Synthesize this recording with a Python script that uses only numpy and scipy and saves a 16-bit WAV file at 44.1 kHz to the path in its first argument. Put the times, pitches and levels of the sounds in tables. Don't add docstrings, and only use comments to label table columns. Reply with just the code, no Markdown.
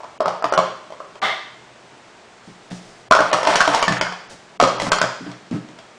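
import sys
import numpy as np
from scipy import signal
from scipy.fft import rfft, irfft
from scipy.io import wavfile
from scipy.ndimage import uniform_filter1d, minimum_filter1d

SR = 44100
rng = np.random.default_rng(int(sys.argv[2]) if len(sys.argv) > 2 else 0)


def generate_wav(signal):
    frames = np.transpose(np.atleast_2d(signal))
    scaled = np.clip(frames, -1, 1) * 32767
    pcm = np.round(scaled).astype(np.int16)
    wavfile.write(sys.argv[1], SR, pcm)


def convert_level_to_amplitude(level_db):
    exponent = np.asarray(level_db, float) / 20
    return 10 ** exponent


N = 263702

# start in seconds, rim tick peak in dB, air note in dB, wall note in Hz, wall
# note in dB.
BUILD_HITS = [(0.0034, -36, -32, 900, -31.5), (0.0326, -31.5, -37, 980, -29.5),
              (0.0414, -34, -29, 846, -33), (0.2044, -12.5, -8.5, 994, -18),
              (0.2568, -12, -15.5, 1276, -13), (0.2793, -12, -14.5, 1226, -16),
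              (0.4229, -18, -23, 1297, -20), (0.4415, -3.5, -12.5, 1200, -9),
              (0.5232, -15, -10.5, 1300, -13.5), (0.5362, -9.5, -17.5, 1444, -12),
              (0.5761, -3.5, -8, 1030, -8), (0.5874, -10, -8, 1180, -8.5), (0.5994, -29, -30, 1100, -43),
              (0.9034, -35, -31, 1050, -37), (0.9218, -27, -28.5, 980, -28.5),
              (1.0021, -31, -28, 1046, -26), (1.1544, -28.5, -35, 925, -39)]
DOWN_STACK_HITS = [(3.1098, 1.5, -5, 1021, 0.5), (3.1211, 3, -11.5, 1432, 2), (3.1324, -14, -36, 1530, -16.5),
                   (3.1494, 0.5, -8.5, 961, -14), (3.1654, -15, -23, 1090, -7), (3.1896, -14, -10.5, 1547, -9),
                   (3.2044, -5.5, -12, 1430, -24), (3.2193, -33, -22, 1186, -10), (3.3134, -10, -20, 1040, -20),
                   (3.3292, -0.5, -10.5, 1093, -9.5), (3.337, -5.5, -21, 957, -14), (3.3438, -36, -30, 1266, -11),
                   (3.3852, -17, -18.5, 1174, -17), (3.4299, -8, -15.5, 900, -18), (3.4501, -7.5, -19, 980, -15.5),
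                   (3.4706, -1.5, -10.5, 920, -6.5), (3.4894, -15, -13, 930, -32), (3.5552, 2.5, -25, 984, -15),
              (3.6044, 1.5, -23, 1507, -3.5), (3.6116, -4, -17.5, 1640, -11),
              (3.6533, -9, -27.5, 1535, -14), (3.6755, -3.5, -9, 953, -8.5), (3.746, -0.5, -29, 914, -6.5),
              (3.8255, -1, -15, 1116, -13), (3.8405, -24, -39, 988, -20), (3.8796, -2, -19.5, 1780, -9),
              (3.922, -5, -40, 1710, -18), (3.968, -17, -42, 1750, -17), (4.011, 1.5, -16, 1447, -11.5),
              (4.0494, -44, -41, 1496, -28), (4.0675, -48, -27, 1550, -19.5), (4.1224, -20, -31, 1670, -27)]
CLOSE_HITS = [(4.5994, -0.5, -9.5, 1247, -6.5), (4.6119, -3, -23, 1270, -10), (4.6249, -5, -4.5, 990, -22),
              (4.6364, -1, -26, 1240, -6.5), (4.6544, -40, -40, 1200, -14),
              (4.6744, -11, -15.5, 1220, -11.5), (4.6844, -12, -24, 1180, -24.5),
              (4.782, -20, -34, 1000, -23), (4.7985, -6.5, -39, 920, -16.5), (4.8179, -6.5, -18, 902, -46),
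              (4.8663, -19, -23, 1033, -22), (4.9177, 3, -14.5, 1550, -7.5), (4.9302, -8.5, -52, 1330, -11),
              (4.9844, -8, -29, 1290, -15.5), (5.0145, 1, -13.5, 1510, -9.5),
              (5.0394, -31, -19, 1670, -18.5)]
# start in seconds, rim tick peak in dB.
FINGER_TOUCHES = [
    (2.7085, -24),
    (2.7162, -24),
    (5.2655, -28),
    (5.3144, -24),
    (5.5104, -25),
    (5.6865, -32),
    (5.7867, -25),
]
# frequency in Hz, width in Hz, level in dB.
RIM_MODES = [(1954, 830, 6), (3280, 470, 5.5), (4380, 970, 1), (5680, 410, 2), (6390, 890, -1),
             (7310, 3630, -8), (14000, 5000, -18.5)]
# start in seconds, peak in dB, note of the struck spot in Hz.
TABLE_THUMPS = [(0.203, -31.5, 227), (0.263, -22.5, 170), (0.44, -23, 304), (0.576, -17, 190),
                (1.228, -27, 223), (2.476, -29.5, 207), (2.5, -36, 168), (2.714, -18.5, 186),
                (3.19, -18, 296), (3.33, -17.5, 323), (3.475, -16.5, 300), (3.677, -14, 295),
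                (3.879, -12.5, 196.6), (3.908, -9.5, 161.5), (4.009, -18, 181), (4.331, -39.5, 115),
                (4.388, -38.5, 128), (4.6, -17.5, 275), (4.626, -9.5, 259.6), (4.826, -17.5, 206),
                (4.869, -13, 193.5), (5.024, -16, 180), (5.208, -21.5, 265.5), (5.264, -18, 293),
                (5.279, -22, 175), (5.513, -9.5, 242), (5.528, -12, 179), (5.548, -9.5, 199),
                (5.584, -31.5, 182)]
# frequency in Hz, level in dB, decay time T60 in seconds.
BOARD_MODES = [(124.1, -6, 0.28), (180, -4, 0.34), (242, -4, 0.052), (297.6, -1.5, 0.1), (375, -8.5, 0.082),
               (418, -10, 0.064)]
# start in seconds, length in seconds, peak in dB.
CUP_SLIDES = [
    (3.24, 0.26, -30),
    (3.46, 0.18, -20.5),
    (3.68, .17, -22),
    (3.89, .12, -31),
    (4.77, 0.19, -34),
    (4.91, 0.05, -30),
    (5.22, 0.14, -44),
    (5.51, 0.078, -40),
]
# frequency in Hz, level in dB per Hz.
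SLIDE_SPECTRUM = [(100, -14.5), (300, -12), (600, 7.5), (1300, 5.5), (2100, -2), (5500, -10.5), (9800, -21),
                  (20000, -35)]
# start in seconds, length in seconds, peak in dB.
MAT_BRUSHES = [
    (2.43, 0.14, -55.5),
    (2.62, 0.15, -58.5),
    (2.702, 0.1, -44),
    (2.8, .24, -51.5),
    (4.295, 0.056, -41.5),
    (4.79, 0.23, -35.5),
    (5.19, 0.08, -54),
]
# start in seconds, peak in dB.
FAR_SLAPS = [
    (1.2171, -15),
    (1.2257, -11.5),
    (1.235, -14.5),
]
# frequency in Hz, width in Hz, level in dB.
SLAP_MODES = [(300, 330, -47), (637, 250, 13.5), (1200, 345, 15.5), (2110, 150, 18.5), (3000, 580, 9),
              (3700, 600, 10.5), (5400, 4000, -8), (14630, 480, -8)]
# start in seconds, frequency in Hz, level in dB, T60 in seconds.
THIN_PART_RING = (1.235, 2105.5, -26, 0.06)
# delay in seconds, level in dB.
FIRST_ECHOES = [
    (.0045, -14),
    (.0125, -9),
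    (.0215, -15),
]
# frequency in Hz, T60 in seconds.
ROOM_DECAY = [(100, 0.24), (260, 0.73), (700, 0.45), (1840, 0.65), (4850, 0.7), (10000, 0.47)]
# frequency in Hz, level in dB per Hz.
HISS_SPECTRUM = [(12, -60.5), (20, -21.5), (91, -15.5), (114, -11), (230, -6), (250, -11), (360, -4.5),
                 (565, -7.5), (632, -4.5), (1140, -9), (1600, -10.5), (7690, -24.5), (9890, -35),
                 (10800, -65.5), (16400, -56)]
# frequency in Hz, gain in dB.
MIC_RESPONSE = [(20, 0), (90, -6), (125, 0), (9900, -3.5), (10150, -21), (11000, -25), (11800, -30),
                (13500, -19.5), (15600, -18), (15900, -56), (16700, -85)]

AIR_HZ, AIR_SCATTER = 620.5, 0.082
TOUCH_AIR_DB, TOUCH_WALL_DB, TOUCH_WALL_HZ = -13, -18.5, 1240
RIM_LAG_S = 0.0012
CHATTER_DB, CHATTER_S = -15, 0.0045
STIFF_RATIO, STIFF_T60 = 1.227, 0.055
SLIDE_PEAK, BRUSH_PEAK = 0.37, 0.12
TICK_ROOM_DB = -3
HISS_DB = -46.5
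HUM_HZ, HUM_DB = 125.3, -65.5


def evened(x):
    return x / np.sqrt(np.mean(x ** 2) + 1e-20)


def peaked(x):
    return x / np.abs(x).max()


def read(points, hz):
    f, value = np.transpose(points)
    return np.interp(np.log(hz + 1), np.log(f + 1), value)


def add(mix, s, sound):
    part = mix[round(s * SR):][:len(sound)]
    part += sound[:len(part)]


def colour(x, points):
    gain = convert_level_to_amplitude(read(points, np.fft.rfftfreq(len(x), 1 / SR)))
    return irfft(rfft(x) * gain, len(x))


def ring(x, hz, width):
    r = np.exp(-np.pi * abs(width) / SR)
    angle = 2 * np.pi * hz / SR
    return signal.lfilter([1 - r * r], [1, -2 * r * np.cos(angle), r * r], x) * np.sin(angle)


def body(x, modes):
    return sum((-1) ** k * convert_level_to_amplitude(db) * ring(x, hz, width) for k, (hz, width, db) in enumerate(modes))


def note(hz, t60, rise):
    t = np.arange(round(0.6 * SR)) / SR
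    swell = 1 - np.exp(-t / rise)
    return peaked(np.sin(2 * np.pi * hz * t) * swell * convert_level_to_amplitude(-60 * t / t60))


def stroke(rows, peak):
    out, t = np.zeros(N), np.arange(N) / SR
    for s, length, db in rows:
        u = np.clip((t - s) / length, 0, 1)
        out += convert_level_to_amplitude(db) * np.minimum(u / peak, (1 - u) / (1 - peak)) ** 0.46
    return out


def contacts():
    light = [(s, db, db + TOUCH_AIR_DB, TOUCH_WALL_HZ, db + TOUCH_WALL_DB) for s, db in FINGER_TOUCHES]
    rows = BUILD_HITS + DOWN_STACK_HITS + CLOSE_HITS + light
    grip = 1 + AIR_SCATTER * np.clip(rng.standard_normal(len(rows)), -2, 2)
    return [(s, tick_db, AIR_HZ * g, air_db, wall_hz, wall_db)
            for (s, tick_db, air_db, wall_hz, wall_db), g in zip(rows, grip)]


def rims(hits):
    out, t = np.zeros(N), np.arange(2000) / SR
    tick = np.diff(np.exp(-t / 0.00008), prepend=0)
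    for s, tick_db, *_ in hits:
        chatter = convert_level_to_amplitude(CHATTER_DB) * rng.standard_normal(2000) * np.exp(-t / CHATTER_S)
        add(out, s + RIM_LAG_S, convert_level_to_amplitude(tick_db - 3.15) * peaked(body(tick + chatter, RIM_MODES)))
    return out


def cups(hits):
    out = np.zeros(N)
    for s, _, air_hz, air_db, wall_hz, wall_db in hits:
        _, below, above = rng.uniform(-2.12, 1, 3)
        air = note(air_hz, 0.016, 0.0092) + 0.18 * note(air_hz * 0.747, 0.034, 0.0021)
        add(out, s, convert_level_to_amplitude(air_db + 3) * air)
        near = note(wall_hz * (0.8 + 0.07 * below), 0.02, 0.0004)
        near = near + 0.5 * note(wall_hz * (1.12 + 0.05 * above), 0.02, 0.0004)
        add(out, s, convert_level_to_amplitude(wall_db + 2) * (note(wall_hz, 0.029, 0.0008) - 0.5 * near))
    return out


def knocks(hits):
    out = np.zeros(N)
    for s, _, _, air_db, _, wall_db in hits:
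        c = rng.uniform(-1.6, 1, 2)
        low = note(820 * (1 + 0.1 * c[0]), 0.012, 0.0003)
        high = note(1250 * (1 + 0.12 * c[1]), 0.008, 0.0002)
        add(out, s, convert_level_to_amplitude((air_db + wall_db) / 2 - 4) * (low - 1.4 * high))
    return out


def table():
    out = np.zeros(N)
    for s, db, spot_hz in TABLE_THUMPS:
        share = rng.uniform(-1.9, 1, len(BOARD_MODES))
        board = sum(convert_level_to_amplitude(d + 2.8 * u) * note(hz, t60, 0.015) for (hz, d, t60), u in zip(BOARD_MODES, share))
        spot = note(spot_hz, 0.11, 0.0042)
        pressed = note(spot_hz * STIFF_RATIO, STIFF_T60, 0.0011)
        add(out, s, convert_level_to_amplitude(db - 5) * peaked(0.97 * board + 1.45 * spot + 0.7 * pressed))
    return out


def grains():
    force_db = 2.5 * np.minimum(rng.exponential(1, N), 3)
    touching = rng.random(N) < 0.15
    return rng.standard_normal(N) * convert_level_to_amplitude(force_db) * touching


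def slides():
    return convert_level_to_amplitude(3) * stroke(CUP_SLIDES, SLIDE_PEAK) * evened(colour(grains(), SLIDE_SPECTRUM))


def brushes():
    rub = grains()
    return convert_level_to_amplitude(2) * stroke(MAT_BRUSHES, BRUSH_PEAK) * evened(ring(rub, 5500, 4000) + 1.1 * ring(rub, 800, 900))


def slap():
    out, t = np.zeros(N), np.arange(6000) / SR
    low_cut = signal.butter(2, 220, "high", fs=SR)
    for s, db in FAR_SLAPS:
        burst = rng.standard_normal(6000) * np.exp(-t / 0.018)
        add(out, s, convert_level_to_amplitude(db) * peaked(signal.lfilter(*low_cut, body(burst, SLAP_MODES))))
    s, hz, db, t60 = THIN_PART_RING
    add(out, s, convert_level_to_amplitude(db) * note(hz, t60, 0.0048))
    return out


def echoes(x):
    out = np.zeros(N)
    for s, db in FIRST_ECHOES:
        add(out, s, convert_level_to_amplitude(db) * x[:N - round(s * SR)])
    return out


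def room(x):
    out = np.zeros(N)
    turn = 2 * np.pi * 3.7 * np.arange(N) / SR
    for k in range(3):
        taps, at = np.zeros(SR), np.arange(200, SR - 20, 20)
        taps[at + rng.integers(0, 20, len(at))] = rng.choice([-1., 1.], len(at))
        hz, t, z = signal.stft(taps, SR, nperseg=256)
        decay = convert_level_to_amplitude(-60 * t / read(ROOM_DECAY, hz)[:, None]) + 0.067 * convert_level_to_amplitude(-60 * t / 0.59)
        tail = signal.istft(z * decay, SR, nperseg=256)[1]
        share = np.sqrt(2 / 3) * np.cos(turn + k * np.pi / 3)
        out += signal.fftconvolve(x * share, tail / np.linalg.norm(tail))[:N]
    return out


def hiss():
    hum = evened(ring(rng.standard_normal(N), HUM_HZ, 0.9))
    air = evened(colour(rng.standard_normal(N), HISS_SPECTRUM))
    return convert_level_to_amplitude(HISS_DB) * air + convert_level_to_amplitude(HUM_DB) * hum


def scene():
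    hits = contacts()
    ticks, notes, knock = rims(hits), cups(hits), knocks(hits)
    rub, board, far = slides() + brushes(), table(), slap()
    cup_send = convert_level_to_amplitude(-6) * notes + convert_level_to_amplitude(3) * knock
    send = convert_level_to_amplitude(TICK_ROOM_DB) * ticks + convert_level_to_amplitude(2.5) * cup_send + convert_level_to_amplitude(-3) * rub
    wet = room(send + convert_level_to_amplitude(-8) * board + convert_level_to_amplitude(7.5) * far)
    near = ticks + notes + knock + rub
    return (near + echoes(near) + board + far + wet)[None]


def dips_before_onsets(x):
    hz, t, z = signal.stft(x, SR, nperseg=128, noverlap=96)
    power = uniform_filter1d(uniform_filter1d(abs(z) ** 2, size=5, axis=0), size=3)
    level_db = 10 * np.log10(power + 1e-14)
    ahead_db = -minimum_filter1d(-level_db, size=33, axis=1, origin=-16)
    close_db = -minimum_filter1d(-level_db, size=7, axis=1, origin=-3)
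    margin_db = np.interp(hz, [0, 700, 2500, 5000, 8000, 10000, 10400], [60, 27, 21, 15, 10, 12, 60])
    lost = np.clip((ahead_db - level_db - margin_db[:, None]) / 4, 0, 1)
    smear = convert_level_to_amplitude(close_db - 27) * np.exp(2j * np.pi * rng.random(z.shape))
    return signal.istft(z * convert_level_to_amplitude(-30 * lost) + smear, SR, nperseg=128, noverlap=96)[1][:N]


def band_limit(x):
    return signal.sosfilt(signal.butter(12, 16630, fs=SR, output="sos"), x)


def record(dry):
    overloaded = dry[0] / (1 + abs(dry[0] / 1.06) ** 10) ** (1 / 10)
    heard = colour(overloaded, MIC_RESPONSE) + hiss()
    return band_limit(dips_before_onsets(heard)[None])


dry = scene()
out = record(dry)
generate_wav(out)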